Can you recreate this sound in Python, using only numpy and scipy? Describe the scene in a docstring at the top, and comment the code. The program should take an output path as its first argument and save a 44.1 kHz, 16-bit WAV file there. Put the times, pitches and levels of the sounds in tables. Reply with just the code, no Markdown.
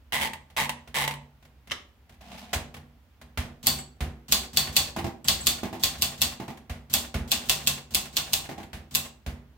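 """A portable manual typewriter on a desk in a small, bare room, over a faint steady background noise.
A sheet is wound in with three turns of the ratcheting platen, each a run of pawl clicks ringing modes.
The paper bail snaps down as a ringing rod; the carriage slides as gritty noise and crashes into its stop.
Then type bars slap the platen in short runs, as noise bursts with ringing steel and a booming desk,
between hollow taps of the space bar, thumps of the shift mechanism and spring pings."""
import sys
import numpy as np
from scipy import signal
from scipy.fft import rfft, irfft, next_fast_len
from scipy.io import wavfile
from scipy.ndimage import map_coordinates

SR = 44100
rng = np.random.default_rng(int(sys.argv[2]) if len(sys.argv) > 2 else 0)


def unload_audio(sound):
    """Save the sound as a 16-bit wav file, at the path given as the first command line argument."""
    columns = np.transpose(np.atleast_2d(sound))
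    # keep every value between -1 and 1, then stretch to whole-number steps
    steps = np.round(np.clip(columns, -1, 1) * 32767)
    wavfile.write(sys.argv[1], SR, steps.astype(np.int16))


N = 422037
LIFE_S = np.arange(SR * 3 // 5) / SR  # time axis of one struck sound

# All levels are relative: the functions add further gains. Spectra give shape only.
# steady background spectrum: f/Hz, level per Hz/dB
BACKGROUND_SPECTRUM = [(15, -46.5), (25, -32.5), (66, 3), (175, -23.5), (242, -14), (344, -27),
                       (714, -26.5), (818, -27.5), (2910, -33), (9070, -47), (16000, -40)]
# room decay: f/Hz, t60/s
ROOM_T60 = [(100, 0.58), (250, .65), (600, 0.44), (1500, 0.34), (4000, 0.32), (8000, 0.3), (15000, 0.093)]
# left-right likeness of noise: f/Hz, correlation/1
LIKENESS = [(60, 0.96), (130, 1), (300, 0.91), (700, 0.84), (1400, 0.35), (2800, 0.14), (10000, 0)]
# microphone pair: f/Hz, left minus right/dB
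LEFT_MINUS_RIGHT = [(100, -1.44), (2500, -1.54), (8000, 0.4), (15000, 1)]

# desk and room modes: f/Hz, level/dB, t60/s
DESK_MODES = [(63.6, -2, 0.78), (83.1, 2, 0.47), (142.13, -0.5, 0.77), (204.3, -4, 0.37), (239, -2, 0.41)]
# desk boom spectrum: f/Hz, level per Hz/dB
BOOM_SPECTRUM = [(25, -40.5), (55, 1.5), (85, -2), (110, -21), (150, -1.5), (260, -9), (380, -12.5),
                 (600, -17.5), (2000, -23.5), (8000, -81)]
# cast frame and hood modes: f/Hz, level/dB, t60/s
FRAME_MODES = [(368, -5, .45), (578, -5, .45), (658, -5.5, .32), (787, -2.5, .4), (1060, -1, .3),
               (1105, -3, .3), (1910, -5, .3)]
# clack of metal on metal, spectrum: f/Hz, level per Hz/dB
CLACK_SPECTRUM = [(100, -0.5), (300, -7), (750, 0), (1000, -5), (1300, -5), (1650, -3), (2000, -2.5),
                  (3000, -4), (5000, -11), (8000, -14.5), (15500, -17.5)]
# loose links, spectrum: f/Hz, level per Hz/dB
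RATTLE_SPECTRUM = [(100, -6), (300, -10), (480, -17), (780, -3), (920, -10.5), (1080, -3), (1250, -9),
                   (2100, -6), (3400, 0.5), (4400, 0), (5400, -3.5), (8200, -1.5), (9500, -10),
                   (15500, -6.5)]
# decay of rattling parts: f/Hz, t60/s
RATTLE_DECAY = [(200, 0.51), (700, 0.31), (1500, 0.27), (4000, 0.28), (8000, 0.25), (15000, 0.24)]

# carriage and levers knocking: t/s, level/dB
LEVER_KNOCKS = [(.5, -57), (.874, -49.5), (1.425, -60), (1.45, -57.5), (1.672, -52), (2.093, -55),
                (2.122, -61), (2.14, -63), (2.21, -53), (2.741, -44), (2.765, -50), (3.213, -49.5),
                (4.67, -37), (4.988, -37.5), (5.247, -46.5), (6.572, -51), (8.629, -47)]
# carriage push: start t/s, fastest t/s, end t/s
CARRIAGE_PUSH = (2.207, 2.346, 2.546)
# rolling on the rails, spectrum: f/Hz, level per Hz/dB
RAIL_SPECTRUM = [(100, -20), (215, 2), (330, -22), (500, -19.5), (750, -7.5), (1100, -16.5), (1500, -19.5),
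                 (2800, -15), (5000, -22.5), (9000, -31.5), (15000, -35)]
# dry rail, spectrum: f/Hz, level per Hz/dB
SCRAPE_SPECTRUM = [(200, -25), (1000, -8), (3000, -2), (5000, 1), (9000, -9), (13000, -6), (16000, -12)]
# dry spot on the rail: t/s, half length/s, level/dB
DRY_SPOT = (2.4, 0.019, -51)
# carriage meets the margin stop: t/s, clatter level/dB, thump level/dB
MARGIN_STOP = (2.53, -23, -33.5)
SLIDE_DB, SLIDE_SWELL_DB = -44, 12  # level at full speed, and its rise from rest

# shift key, down and up in turn: t/s, clack level/dB, thump level/dB
SHIFT_MOVES = [(3.374, -20, -29), (4.006, -24, -26.5), (6.696, -28.5, -33.5), (7.142, -22, -24),
               (8.731, -29, -36.5), (9.263, -28.5, -30)]
# space bar, down and up in turn: t/s, knock level/dB, escapement tick level/dB
SPACE_MOVES = [(4.963, -19, -37.5), (5.043, -18.5, -37), (5.632, -20.5, -36.5), (5.728, -25, -46),
               (6.399, -25, -50.5), (6.48, -26, -44), (8.49, -24.5, -43), (8.579, -28, -52.5)]
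# space bar knock, spectrum: f/Hz, level per Hz/dB
SPACE_BAR_SPECTRUM = [(47, -48), (80, 1), (219, -5.5), (347, -13), (526, -18), (655, -25), (797, -7),
                      (1350, -21), (1960, -17), (6110, -29), (7120, -30.5), (9470, -35.5), (15000, -33)]
# space bar modes: f/Hz, level/dB, t60/s
SPACE_BAR_MODES = [(213.6, 4, 0.13), (265, -2.5, 0.11), (337, 2, 0.14), (384, 3, 0.071), (594, -5.5, 0.13),
                   (670, 0, 0.12), (810, -1, 0.11), (1060, -12.5, 0.11)]

# paper bail meeting the platen: t/s, level/dB
BAIL_CONTACTS = [(1.699, -47), (1.7106, -34.5), (1.7169, -26.5)]
# bail rod modes: f/Hz, level/dB, t60/s
BAIL_ROD_MODES = [(1286, -11, 0.15), (1654, -7, 0.1), (2210, -5, 0.057), (2880, 4.5, 0.049),
                  (3040, 4.5, 0.042), (5356, -10, .08)]
# bail contact, spectrum: f/Hz, level per Hz/dB
BAIL_SPECTRUM = [(300, -9.5), (850, -13.5), (1230, -2), (1500, -13), (2150, -2), (2550, -14), (2930, -4),
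                 (3600, -3.5), (4400, -13), (5300, -9), (8000, -20), (15000, -29)]

# twists of the platen knob: t/s, length/s, level/dB, easing off by the end/dB
PLATEN_TWISTS = [(0.123, 0.082, -23, 10), (.205, 0.073, -22, 10), (0.565, .095, -21, 11),
                 (0.943, .113, -24.5, 4)]
# last single teeth of the ratchet: t/s, level/dB
SINGLE_TEETH = [(.333, -30.5), (.692, -23), (1.077, -23), (1.111, -30.5), (1.138, -37)]
# pawl drop, spectrum: f/Hz, level per Hz/dB
PAWL_SPECTRUM = [(150, -16), (250, -14), (420, -18.5), (600, -7.5), (730, -14), (880, -2), (1060, -4.5),
                 (1350, -17.5), (1750, -6), (2050, -0.5), (2400, -8), (3000, -6), (5300, -17), (15500, -21)]
# pawl and its spring, modes: f/Hz, level/dB, t60/s
PAWL_MODES = [(885, -6.5, 0.16), (2020, -3.5, 0.095), (3160, -8, 0.056), (3710, -7, .04),
              (8000, -6.5, 0.034), (10940, -6, 0.032)]
TEETH_PER_S, END_TEETH_PER_S = 145, 85  # at the start of a twist and as the hand stops
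GRIP_S, GRIP_DB = 0.011, 5.5  # each twist gathers force

# return spring pings: t/s, level/dB
SPRING_PINGS = [(3.786, -37.5), (5.244, -39.5), (5.408, -35), (9.05, -50.5)]
# return spring modes: f/Hz, level/dB, t60/s
SPRING_MODES = [(7200, -8, 0.14), (7800, -0.5, 0.19), (7800, 0, 0.19)]

# type bars: t/s, slap level/dB, rebound level re slap/dB, treble of the slug/dB
TYPE_STRIKES = [(3.6695, -7, -14.5, 4.5), (4.3228, -7.5, -9, 2), (4.572, -8, -19, 1.5),
                (4.766, -7, -13, 1.5), (5.2842, -7.5, -24, -1), (5.469, -8.5, -8, 1.5),
                (5.8364, -10.5, -7.5, 0), (6.0217, -11, -8.5, 1.5), (6.2175, -10.5, -5.5, 0),
                (6.9386, -8.5, -29, 4), (7.3171, -11, -7.5, -2), (7.4961, -9, -8.5, .5),
                (7.6726, -11, -5, 1), (7.9471, -11, -5.5, 2.5), (8.1683, -13, -7.5, -2),
                (8.333, -12.5, -3, 1.5), (8.9501, -12, -4.5, 5.5)]
# slug on platen, spectrum: f/Hz, level per Hz/dB
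SLAP_SPECTRUM = [(100, -15), (350, -22), (700, -29), (2100, -17.5), (2600, -3.5), (4400, -1), (5600, -7),
                 (8000, -5), (10000, -12.5), (14000, -4.5), (16000, -19.5)]
# type basket steel, modes: f/Hz, level/dB, t60/s
STEEL_MODES = [(2610, 10, 0.13), (2710, -13.5, 0.38), (2760, -0.5, 0.37), (3200, -9.5, 0.19),
               (3390, 8, 0.15), (3500, 8, 0.23), (3404, 0, 0.2), (4030, -2.5, 0.25), (4500, 0.5, 0.21),
               (4430, 2.5, 0.28), (4530, 2, .27), (4610, 0, 0.17), (4500, -12, .2), (6000, -20, .2),
               (6860, -7.5, 0.25)]
# emphasis of the steel modes, shifting letter by letter
LOW_RING_DB, LOW_GAIN_DB_PER_LETTER, LOW_TOP_DB = -38, 1.4, -22.5
MID_RING_DB, HIGH_RING_DB = -25.5, -16.5
HIGH_HALVED_LETTERS = 8.5  # letters until the high modes halve in amplitude


def amp(db):
    """Decibels to gain."""
    return 10 ** (np.asarray(db) / 20)


def unit(x):
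    """Scale to rms 1."""
    return x / np.sqrt(np.mean(x ** 2) + 1e-20)


def along(points, hz):
    """Interpolate (f/Hz, value) points on a log frequency axis."""
    point_hz, values = np.transpose(points)
    return np.interp(np.log(hz + 1), np.log(point_hz), values)


def add(track, start_s, sound):
    """Mix a sound into the track at start_s."""
    part = track[:, max(round(start_s * SR), 0):][:, :sound.shape[-1]]
    part += sound[..., :part.shape[1]]


def swell(x, rise_s):
    """Exponential build-up with time constant rise_s."""
    return x * (1 - np.exp(-LIFE_S / rise_s))


def brighter(spectrum, treble_db):
    """A harder contact lifts the top of a spectrum."""
    return [(hz, db + along([(5000, 0.0025), (11000, treble_db)], hz)) for hz, db in spectrum]


def noise(spectrum, size):
    """Coloured stereo noise, rms 1; the sides grow less alike towards the treble."""
    m = next_fast_len(size)
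    hz = np.fft.rfftfreq(m, 1 / SR)
    turn = np.arccos(np.clip(along(LIKENESS, hz), -1, 1)) / 2
    coloured = rfft(rng.standard_normal((2, m))) * amp(along(spectrum, hz))
    mid, side = irfft(coloured * [np.cos(turn), np.sin(turn)], m)
    return unit(np.array([mid + side, mid - side]))[:, :size]


def burst(spectrum, t60_s):
    """One contact: a crowd of modes that die together; t60 fixes its energy before gain."""
    hiss = noise(spectrum, size=8192)
    padded = np.pad(hiss, ((0, 0), (0, len(LIFE_S) - hiss.shape[1])))
    decay = amp(-60 * LIFE_S / t60_s)
    return unit(padded * decay) * np.sqrt(np.mean(decay ** 2))


def fading(spectrum, t60s):
    """A dense ring in which each frequency dies at its own speed."""
    hz, t, bins = signal.stft(noise(spectrum, size=len(LIFE_S)), SR, nperseg=256)
    decay = amp(-60 * t / along(t60s, hz)[:, None])
    return signal.istft(bins * decay, SR, nperseg=256)[1][:, :len(LIFE_S)]


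def ring(modes, extra_db, scatter_db, apart_rad, blur_hz):
    """Struck modes at fresh strengths; loose joints blur each line, apart_rad spreads phase between ears."""
    hz, db, t60_s = np.transpose(modes)
    count = len(hz)
    phase = rng.uniform(0, 2 * np.pi, count) + apart_rad * rng.standard_normal((2, count))
    level_db = db + extra_db + scatter_db * rng.standard_normal((2, count))
    gain = amp(level_db) * np.exp(1j * phase)
    drift = 0
    if blur_hz:
        steps = rng.standard_normal((count, len(LIFE_S)))
        drift = np.cumsum(steps, axis=1) * np.sqrt(2 * np.pi * blur_hz / SR)
    decaying = np.outer(2j * np.pi * hz - np.log(1000) / t60_s, LIFE_S)
    return (gain @ np.exp(decaying + 1j * drift)).imag


def background():
    """Faint steady coloured noise."""
    return amp(-57.0) * noise(BACKGROUND_SPECTRUM, size=N)


def room(x):
    """The walls answer: convolution with noise that builds up fast and decays by frequency."""
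    colour = [(60, -11.5), (300, 6.5), (1000, 6.5), (5000, 3), (15000, 7)]  # f/Hz, level per Hz/dB
    tail = swell(fading(colour, ROOM_T60), rise_s=0.0013)
    return signal.fftconvolve(x, tail / np.linalg.norm(tail[0]), axes=1)[:, :N]


def thud(rise_s=0.01, boom_db=-2, t60_s=0.53):
    """The frame pushes on the desk, which booms: desk modes plus decaying low noise."""
    boom = amp(boom_db - 60 * LIFE_S / t60_s) * noise(BOOM_SPECTRUM, size=len(LIFE_S))
    modes = ring(DESK_MODES, 0, scatter_db=1, apart_rad=0.1, blur_hz=0)
    return swell(modes + boom, rise_s)


def rocking(rock_hz=73, peak_s=0.019, bump_db=-12):
    """A heavy blow rocks the machine on its rubber feet; it settles with a second, softer bump."""
    u = LIFE_S / peak_s
    rock = np.sin(2 * np.pi * rock_hz * LIFE_S) * u ** 2 * np.exp(1 - u ** 2)
    out = np.array([rock, rock])
    add(out, .055, amp(bump_db) * rock)
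    return out


def knock(crack_db, tail_db):
    """Metal meets metal: a short crack, then the frame rattles on."""
    out = amp(tail_db) * fading(CLACK_SPECTRUM, RATTLE_DECAY)
    add(out, 0, amp(crack_db) * burst(CLACK_SPECTRUM, t60_s=0.066))
    return out


def carriage(grain_db=2.5, grains_per_s=260, thud_db=-4):
    """Levers knock; the carriage rolls grittily along its rails and crashes into the margin stop."""
    t = np.arange(N) / SR
    grains = map_coordinates(rng.standard_normal(8192), [t * grains_per_s], mode="wrap")
    grit = amp(grain_db * grains)
    speed = np.interp(t, CARRIAGE_PUSH, [0, 1, 0])
    moving = speed > 0
    roll_gain = moving * amp(SLIDE_DB - SLIDE_SWELL_DB * (1 - speed))
    out = roll_gain * grit * noise(RAIL_SPECTRUM, size=N)

    s, half_s, db = DRY_SPOT
    scrape_gain = amp(db) / (1 + ((t - s) / half_s) ** 2) * moving
    out += scrape_gain * grit * noise(SCRAPE_SPECTRUM, size=N)

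    for s, db in LEVER_KNOCKS:
        add(out, s, amp(db) * swell(knock(crack_db=7.5, tail_db=-5), rise_s=.002))
        frame = ring(FRAME_MODES, -1.5, scatter_db=3.5, apart_rad=0.63, blur_hz=3.9)
        add(out, s, amp(db + thud_db) * (thud() + amp(-12.0) * frame))

    s, clatter_db, thump_db = MARGIN_STOP
    clatter = knock(crack_db=4.5, tail_db=-4.5) + amp(-1.0) * burst(RATTLE_SPECTRUM, t60_s=0.14)
    add(out, s, amp(clatter_db) * swell(clatter, rise_s=0.0036))
    add(out, s + 0.015, amp(thump_db) * (amp(9.0) * rocking() + amp(-7.0) * thud()))
    return out


def shift_key(rock_db=6, boom_db=-9):
    """The heavy shift hits its stop and rocks the whole machine."""
    out = np.zeros((2, N))
    for s, clack_db, thump_db in SHIFT_MOVES:
        clack = swell(knock(crack_db=-10.5, tail_db=-10.5), rise_s=0.00023)
        add(out, s, amp(clack_db) * clack)
        thump = amp(rock_db) * rocking() + amp(boom_db) * thud(rise_s=0.0047)
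        add(out, s, amp(thump_db) * thump)
    return out


def space_bar(ring_db=-15, knock_gain_db=-10, bounce_db=-5):
    """A dull, hollow knock with the tick of the escapement, and a bounce."""
    out = np.zeros((2, N))
    for s, knock_db, tick_db in SPACE_MOVES:
        for delay_s, drop_db in [(0, 0), (.022, bounce_db)]:
            hollow = amp(ring_db) * ring(SPACE_BAR_MODES, 0, scatter_db=1.5, apart_rad=.5, blur_hz=12)
            contact = amp(knock_gain_db) * burst(SPACE_BAR_SPECTRUM, t60_s=0.2)
            add(out, s + delay_s, amp(knock_db + drop_db) * swell(hollow + contact, rise_s=0.00059))
            tick = burst(RATTLE_SPECTRUM, t60_s=0.053)
            add(out, s + delay_s, amp(tick_db + drop_db - 3) * tick)
    return out


def paper_bail(crack_db=1, tail_db=-12):
    """The sprung rod grazes the paper, then lands and rings."""
    out = np.zeros((2, N))
    for s, db in BAIL_CONTACTS:
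        rod = ring(BAIL_ROD_MODES, -2, scatter_db=1, apart_rad=.9, blur_hz=170)
        crack = amp(crack_db) * burst(BAIL_SPECTRUM, t60_s=0.058)
        tail = amp(tail_db) * fading(BAIL_SPECTRUM, RATTLE_DECAY)
        add(out, s, amp(db) * (rod + crack + tail))
    return out


def ratchet(click_db=4, body_db=-5.0, ring_db=-7.0, thud_db=-51, braking=3):
    """The pawl drops into tooth after tooth; each drop rings the hollow carriage and shakes the frame."""
    clicks = list(SINGLE_TEETH)
    for s, length_s, db, easing_db in PLATEN_TWISTS:
        t = np.arange(0, length_s, 1 / SR)
        rate = TEETH_PER_S + (END_TEETH_PER_S - TEETH_PER_S) * (t / length_s) ** braking
        tooth = np.floor(np.cumsum(rate) / SR)
        for at_s in t[np.diff(tooth, prepend=-1) > 0]:
            loss_db = np.interp(at_s, [0, GRIP_S, length_s], [GRIP_DB, 0, easing_db])
            clicks.append((s + at_s, db - loss_db))

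    # so light a blow stirs mainly the middle desk modes
    light_db = along([(80, -3), (140, 1.5), (240, 0.5)], np.transpose(DESK_MODES)[0])
    out = np.zeros((2, N))
    for s, db in clicks:
        drop = amp(click_db) * burst(PAWL_SPECTRUM, t60_s=.02)
        drop += amp(body_db) * burst(PAWL_SPECTRUM, t60_s=.1)
        drop += amp(ring_db) * ring(PAWL_MODES, 0, scatter_db=2, apart_rad=1, blur_hz=50)
        click_s = s + rng.normal(0, .0005)
        add(out, click_s, amp(db + rng.normal(0, 1.4)) * swell(drop, rise_s=.0004))
        shake = ring(DESK_MODES, light_db, scatter_db=0, apart_rad=0.078, blur_hz=0)
        add(out, s, amp(thud_db) * swell(shake, rise_s=0.0091))
    return out


def return_spring():
    """A return spring pings: high modes with strongly blurred lines."""
    out = np.zeros((2, N))
    for s, db in SPRING_PINGS:
        add(out, s, amp(db) * ring(SPRING_MODES, 0, scatter_db=1.5, apart_rad=1.3, blur_hz=110))
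    return out


def steel_emphasis_db(letter):
    """The place along the platen sets which basket modes ring most."""
    low_db = min(LOW_RING_DB + LOW_GAIN_DB_PER_LETTER * letter, LOW_TOP_DB)
    high_db = HIGH_RING_DB + 20 * np.log10(.5) * (letter / HIGH_HALVED_LETTERS) ** 2
    points = [(2700, low_db), (3400, MID_RING_DB), (4400, high_db), (6000, -23.5)]
    return along(points, np.transpose(STEEL_MODES)[0])


def type_bars(touch_db=-35, trip_db=-23, fall_db=-40, rattle_db=-11.0, steel_db=-3.0,
              thud_db=-31, lever_db=-34, chatter_db=-13, frame_db=-33):
    """Finger on key, escapement tripped, slug on platen, rebound, and the bar falling back to its rest."""
    out = np.zeros((2, N))
    for letter, (s, slap_db, rebound_db, treble_db) in enumerate(TYPE_STRIKES):
        slug = brighter(SLAP_SPECTRUM, treble_db)
        # key and escapement
        add(out, s - .04, amp(slap_db + touch_db) * burst(RATTLE_SPECTRUM, t60_s=0.94))
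        add(out, s - .038, amp(slap_db + lever_db) * thud())
        trip = swell(burst(SLAP_SPECTRUM, t60_s=0.26), rise_s=0.00075)
        add(out, s - .009, amp(slap_db + trip_db) * trip)
        # slap, rebound, chatter
        add(out, s, amp(slap_db + 1) * burst(slug, t60_s=.015))
        rebound = swell(burst(slug, t60_s=.013), rise_s=.0004)
        add(out, s + .0048, amp(slap_db + rebound_db + 8) * rebound)
        add(out, s + .009, amp(slap_db + rebound_db + chatter_db) * burst(slug, t60_s=0.19))
        # the blow shakes every loose link, the steel, the frame and the desk
        rattle = swell(fading(brighter(RATTLE_SPECTRUM, treble_db), RATTLE_DECAY), rise_s=0.0031)
        add(out, s, amp(slap_db + rattle_db) * rattle)
        steel = ring(STEEL_MODES, steel_emphasis_db(letter), scatter_db=2, apart_rad=1.13, blur_hz=24)
        add(out, s, amp(slap_db + steel_db) * steel)
        frame = ring(FRAME_MODES, 0, scatter_db=2.5, apart_rad=.8, blur_hz=16)
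        add(out, s, amp(slap_db + frame_db) * frame)
        add(out, s, amp(slap_db + thud_db) * thud())
        # bar back at rest
        for delay_s in rng.uniform(.095, 0.12, size=2):
            fall = swell(burst(CLACK_SPECTRUM, t60_s=0.1), rise_s=0.0016)
            add(out, s + delay_s, amp(fall_db) * fall)
    return out


def scene():
    """The machine, its room and a faint steady background."""
    works = carriage() + shift_key() + space_bar() + paper_bail() + ratchet() + return_spring()
    machine = works + type_bars()
    return background() + room(amp(-9.0) * machine) + machine


def record(dry, rumble_hz=32, ceiling=.8, top_hz=15950):
    """Roll off deep rumble, flatten the sharpest peaks, colour the two sides apart, end the treble."""
    rolled_off = signal.sosfilt(signal.butter(2, rumble_hz, "highpass", fs=SR, output="sos"), dry)
    held = rolled_off / (1 + np.abs(rolled_off / ceiling) ** 4) ** (1 / 4)
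    m = next_fast_len(N + SR)
    hz = np.fft.rfftfreq(m, 1 / SR)
    colour = amp(np.outer([.5, -.5], along(LEFT_MINUS_RIGHT, hz)))
    band_limit = 1 + (hz / top_hz) ** 120
    return irfft(rfft(held, m) * colour / band_limit, m)[:, :N]


dry = scene()
out = record(dry)
unload_audio(out)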